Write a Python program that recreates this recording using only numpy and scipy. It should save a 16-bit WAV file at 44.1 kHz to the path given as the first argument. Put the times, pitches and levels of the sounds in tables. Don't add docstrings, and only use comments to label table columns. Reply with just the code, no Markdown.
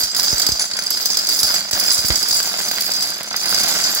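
import sys
import numpy as np
from scipy import signal
from scipy.fft import rfft, irfft
from scipy.io import wavfile

SR = 44100
rng = np.random.default_rng(int(sys.argv[2]) if len(sys.argv) > 2 else 0)


def wav_out(sig):
    wavfile.write(sys.argv[1], SR, np.round(np.clip(np.atleast_2d(sig).T, -1, 1) * 32767).astype(np.int16))


N = 176400
PLASTIC_LIKENESS, WOOD_LIKENESS = 0.4, 0.93

# time_s, clatter_db, treble_db, patter_db
COLLAPSE = [(0.0, -17.5, -2, -30.5), (0.13, -25, -26, -36.5), (0.18, -17, -7, -32), (0.44, -20, -13, -30.5),
            (0.54, -25, -12, -38.5), (0.62, -17, -8, -31), (0.68, -30, -17, -38.5), (0.88, -26, -5.5, -34),
            (0.93, -16.5, -17, -36), (1.0, -24.5, -9, -33.5), (1.12, -19, -15.5, -35.5),
            (1.25, -21.5, -14, -36), (1.3, -18.5, -8.5, -35), (1.56, -16.5, -9.5, -28.5),
            (1.66, -28.5, -17.5, -36.5), (1.76, -17.5, -9.5, -29), (1.95, -16.5, -7.5, -32.5),
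            (2.02, -20.5, -8.5, -32.5), (2.17, -19, -12, -32.5), (2.25, -23, -11, -32),
            (2.32, -15.5, -8, -31.5), (2.52, -22, -7.5, -32.5), (3.08, -20.5, -11.5, -34.5),
            (3.19, -28.5, -10.5, -37.5), (3.3, -30.5, -14, -38.5), (3.44, -20, -9.5, -29.5),
            (3.52, -16, -9, -26), (4.0, -19, -11, -29.5)]

def clatter(count=330, level_db=-0.74, rattle_s=0.012, free_fall_s=0.018, free_fall_db=-3.5):
    out = np.zeros((2, N))
    pieces = [domino(crack_db=0.3, crack_fade_s=0.021) for _ in range(count)]
    times, gain, hits = random_hits(column=1, per_s=440, spread_db=1.5)
    flicker_db = 2.5 * np.minimum(rng.standard_normal(len(times)), 1)
    brightness = amp(collapse_at(times, column=2) + 10 + flicker_db)
    which = (times / rattle_s + 3 * rng.random(len(times))).astype(int) % count
    falling = np.any([(times > s - free_fall_s) & (times < s) for s, _, _ in CLACKS], axis=0)
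    gain *= amp(free_fall_db * falling)
    for k in hits:
        body, treble = pieces[which[k]]
        add(out, times[k], gain[k] * (body + brightness[k] * treble))
    return amp(level_db) * out


def random_hits(column, per_s, spread_db, slots=6000):
    times = (np.arange(slots) + rng.random(slots)) / slots * N / SR
    level = amp(collapse_at(times, column))
    chance = np.minimum(per_s * N / SR / slots * (level / level.mean()) ** 0.6, 1)
    strength = amp(spread_db * np.minimum(rng.standard_normal(slots), 1.6))
    gain = level * strength / np.sqrt(np.mean(strength ** 2) * chance * slots / N)
    return times, gain, np.flatnonzero(rng.random(slots) < chance)


# pitch_hz, level_db, fade_s, pitch_scatter_fraction
DOMINO_TONES = [(4595, -4, 0.048, 0.01), (4840, -1.5, 0.04, .008), (4997, -0.5, 0.038, 0.0098),
                (6118, -6.5, 0.043, 0.0088), (7020, -15, 0.069, 0.0234), (7550, -10.5, 0.037, 0.0226),
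                (10380, -14, 0.024, 0.026), (10855, -13, 0.036, 0.014), (12190, -16.5, 0.016, 0.017),
                (13160, -17.5, 0.021, 0.022), (15340, -9.5, 0.007, 0.049)]
# pitch_hz, level_db
CRACK_COLOUR = [(30, -41), (300, -4), (2000, -13), (2850, -15), (3400, -1), (4100, 1), (5400, 5.5),
                (8000, 2), (8600, -4.5), (9500, -12.5), (10500, -2.5), (11500, -9), (15700, -7.5)]

def domino(crack_db, crack_fade_s, size=2400, tone_spread_db=6, treble_hz=8600):
    t = np.arange(size) / SR
    hz, db, fade_s, scatter = np.transpose(DOMINO_TONES)[:, :, None]
    detune, strength = rng.standard_normal((2, len(hz), 1))
    tones = np.exp(2j * np.pi * hz * (1 + scatter * detune) * t) * fade(t, fade_s)
    tones *= amp(db + tone_spread_db * strength) / np.linalg.norm(tones.real, axis=1, keepdims=True)
    phases = np.exp(2j * np.pi * rng.random((2, len(hz), 1)))
    ring = (phases * tones).real.sum(1)
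    burst = rng.standard_normal((2, size)) * fade(t, crack_fade_s)
    crack = unit(colour(burst, CRACK_COLOUR))
    click = unit(stereo(ring + amp(crack_db) * crack, PLASTIC_LIKENESS))
    keep_highs = 1 / (1 + (treble_hz / (np.fft.rfftfreq(size, 1 / SR) + 1)) ** 10)
    treble = irfft(rfft(click) * keep_highs, size)
    treble *= t < t[-1] / 2
    return click - treble, treble


# start_s, level_db, treble_db
CLACKS = [(0.032, -12, -10), (0.1477, -12, -14), (0.1644, -12.5, -4.5), (0.1962, -8.5, -26),
          (0.2303, -14.5, -2.5), (0.2813, -11.5, -25), (0.3804, -11.5, -7.5), (0.3974, -9, -10),
          (0.4179, -10.5, -9), (0.4657, -6, -7.5), (0.4881, -14, -5), (0.519, -11.5, -12),
          (0.5945, -13, -6), (0.7128, -16, -21), (0.7351, -17, -11), (0.7673, -14.5, -12.0),
          (0.7894, -15.5, -5.5), (0.8222, -19.5, -5), (0.8643, -15, -15.5), (0.9042, -13.5, 2.5),
          (0.9722, -15.5, -3), (1.0065, -18.5, -15), (1.0568, -8, -4), (1.1017, -11, -10),
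          (1.1704, -9, -4.5), (1.1894, -11.5, -11), (1.238, -19, -19), (1.2685, -14, -6),
          (1.2891, -10.5, -7), (1.39, -11, -10), (1.431, -7.5, -7), (1.5394, -19, -11), (1.7109, -16, -2),
          (1.7305, -10.5, -10), (1.7986, -13, -6), (1.8608, -16, -16), (1.8816, -9.5, -30),
          (1.9041, -9, -22), (1.9138, -11, -18), (1.978, -14.5, -7), (2.0438, -24, -5), (2.083, -15, 1.5),
          (2.1043, -11.5, -7), (2.123, -12, -10), (2.156, -10, -9.5), (2.2278, -10.5, -6.5),
          (2.285, -16, 2), (2.309, -9.5, -10), (2.3262, -12, -8), (2.342, -16.5, -9), (2.427, -17, -5),
          (2.5846, -17.5, -11), (2.6816, -16, -5), (2.7131, -18, -1), (2.808, -13, 0.5),
          (2.8195, -18.5, -7), (2.9022, -20, -12), (2.9166, -14.5, -3.5), (2.9356, -17.5, -9),
          (3.0068, -16, -5), (3.0232, -12.5, -6), (3.1016, -20, -1), (3.2057, -24, -12), (3.2313, -27.5, 4),
          (3.306, -19, -22), (3.328, -21, -18), (3.3624, -13, -2), (3.4566, -16, -5.5), (3.4813, -15, -16),
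          (3.5443, -10, -4.5), (3.634, -14, -1.5), (3.8116, -15, -18), (3.839, -9.5, -12), (3.9476, -26, 9)]

def clacks(boost_db=19.5, treble_boost_db=6.5, bounce_s=0.002, bounce_db=-1.5):
    out = np.zeros((2, N))
    for start, db, treble_db in CLACKS:
        for bounce in range(3):
            body, treble = domino(crack_db=0, crack_fade_s=0.012)
            snap = body + amp(treble_db + treble_boost_db) * treble
            delay = bounce_s * bounce * rng.uniform(0.75, 1.25)
            add(out, start + delay, amp(db + boost_db + bounce_db * bounce) * snap)
    return out


# start_s, level_db
KNOCKS = [(0.1932, -31), (0.49, -35.5), (0.603, -33.5), (0.7145, -34.5), (0.7895, -25.5), (1.171, -32),
          (1.5437, -28), (1.711, -34), (1.7294, -35), (2.1037, -21), (2.4021, -26), (2.541, -27),
          (2.6023, -27), (2.7128, -27), (2.7838, -25), (2.8926, -28.5), (3.187, -37), (3.209, -31),
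          (3.3118, -29), (3.3426, -25.5), (3.5266, -25)]

def table_landings(count=240, patter_boost_db=1, knock_boost_db=29):
    out = np.zeros((2, N))
    spots = [knock() for _ in range(count)]
    times, gain, hits = random_hits(column=3, per_s=340, spread_db=3.5)
    which = rng.integers(0, count, len(times))
    for k in hits:
        add(out, times[k], amp(patter_boost_db) * gain[k] * spots[which[k]])
    for start, db in KNOCKS:
        add(out, start, amp(db + knock_boost_db) * knock())
    return out


# pitch_hz, level_db
WOOD_COLOUR = [(30, -37), (70, -12), (140, -7.5), (195, 2), (235, -8), (300, -4), (450, -7), (670, 2),
               (850, -1.5), (1150, -2), (1540, 3.5), (1800, -3), (2050, 1), (2300, -2), (2900, -3.5),
               (4500, -0.5), (9000, -81)]

def knock(size=3600, blow_fade_s=0.0077, ring_fade_s=0.096, ring_db=-5):
    t = np.arange(size) / SR
    blow = unit(rng.standard_normal((2, size)) * fade(t, blow_fade_s))
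    ring = unit(rng.standard_normal((2, size)) * fade(t, ring_fade_s))
    wood = colour(blow + amp(ring_db) * ring, WOOD_COLOUR)
    return unit(stereo(wood, WOOD_LIKENESS))


# start_s, level_db, left_minus_right_db, push_s
THUMPS = [(0.033, -30.5, -9, 0.0019), (.3305, -13, 9, 0.00078), (0.4904, -12, 13, 0.00044),
          (0.52, -19.5, -14, 0.0015), (1.436, -23.5, 3, 0.00079), (1.733, -19, 18, 0.00063),
          (1.987, -22, 2, 0.00071), (2.046, -17.5, -19, .0008), (2.102, -12.5, -12, .0026),
          (2.308, -32.5, 0.5, 0.00093)]

def thumps(size=5000, thud_hz=338, thud_db=-5.5, bass_cut_hz=48, far_side_lag_s=0.0019):
    out = np.zeros((2, N))
    t = np.arange(size) / SR
    bass_cut = signal.butter(5, bass_cut_hz, "high", fs=SR, output="sos")
    thud = amp(thud_db) * np.sin(2 * np.pi * thud_hz * t) * fade(t, fade_s=0.0046)
    for start, db, pan_db, push_s in THUMPS:
        push = signal.sosfilt(bass_cut, t / push_s * np.exp(-t / push_s))
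        thump = amp(db) * (push / abs(push).max() + thud)
        gains = amp([pan_db / 2, -pan_db / 2])
        for side, gain in zip(np.eye(2), gains / gains.max()):
            add(out, start + far_side_lag_s * (gain < 1), gain * side[:, None] * thump)
    return out


# pitch_hz, fade_s
ROOM_FADES = [(150, 0.34), (1000, 0.26), (5000, 0.49), (15000, 0.41)]

def room_echo(sound, level_db=-7, gap_s=0.006):
    t = np.arange(SR // 2) / SR
    noise = rng.standard_normal((2, len(t))) * (t > gap_s)
    hz, frame_s, spectrum = signal.stft(noise, SR, nperseg=256)
    spectrum *= fade(frame_s, at_pitch(ROOM_FADES, hz)[:, None])
    tail = signal.istft(spectrum, SR, nperseg=256)[1][:, :len(t)]
    return amp(level_db) * signal.fftconvolve(sound, unit(tail), axes=1)[:, :N]


def room_rumble(level_db=-56.5, band_hz=(90.5, 760.2)):
    band = signal.butter(2, band_hz, "band", fs=SR, output="sos")
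    noise = signal.sosfilt(band, rng.standard_normal((2, N)))
    return amp(level_db) * np.sqrt(N) * unit(stereo(noise, WOOD_LIKENESS))


def amp(db):
    return 10 ** (np.asarray(db) / 20)


def fade(t, fade_s):
    return amp(-60 * t / fade_s)


def unit(x):
    return x / np.sqrt(np.mean(np.sum(x ** 2, -1)) + 1e-20)


def collapse_at(times, column):
    rows = np.array(COLLAPSE)
    return np.interp(times, rows[:, 0], rows[:, column])


def at_pitch(points, hz):
    pitches, values = np.transpose(points)
    return np.interp(np.log(hz + 1), np.log(pitches + 1), values)


def add(mix, start_s, sound):
    part = mix[:, max(round(start_s * SR), 0):][:, :sound.shape[1]]
    part += sound[:, :part.shape[1]]


def colour(x, points, size=4096):
    log_gain = np.log(amp(at_pitch(points, abs(np.fft.fftfreq(size, 1 / SR)))))
    response = np.exp(np.conj(signal.hilbert(log_gain)))
    kernel = np.fft.ifft(response).real[:size // 2]
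    return signal.fftconvolve(x, kernel[None], axes=1)[:, :x.shape[1]]


def stereo(pair, likeness, lag_s=0.00014, lag_spread_s=0.00004):
    other, right = pair
    lag = max(round((lag_s + lag_spread_s * rng.standard_normal()) * SR), 0)
    left = likeness * right + np.sqrt(1 - likeness ** 2) * other
    return np.array([np.pad(left, (lag, 0))[:len(left)], right])


# pitch_hz, left_minus_right_db
BALANCE = [(100, 2), (400, -2), (900, -2), (1500, -6), (2700, 0.5), (3600, -5), (5000, -3), (6600, -4),
           (7800, 5.5), (9300, -1.5), (11500, -3.5), (15500, -5)]

def scene():
    pieces = clatter() + clacks() + table_landings()
    in_room = pieces + room_echo(pieces)
    left = colour(in_room[:1], [(hz, db / 2) for hz, db in BALANCE])
    right = colour(in_room[1:], [(hz, -db / 2) for hz, db in BALANCE])
    return np.vstack([left, right]) + thumps() + room_rumble()


def record(dry, dip_at_s=1.7065, dip_half_width_s=0.0035, dip_db=-18, top_hz=15850):
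    t = np.arange(N) / SR
    dip = amp(dip_db * np.exp(-((t - dip_at_s) / dip_half_width_s) ** 2))
    treble_cut = signal.firwin(511, top_hz, window=("kaiser", 9), fs=SR)
    return signal.oaconvolve(np.clip(dry * dip, -1, 1), treble_cut[None], "same")


dry = scene()
out = record(dry)
wav_out(out)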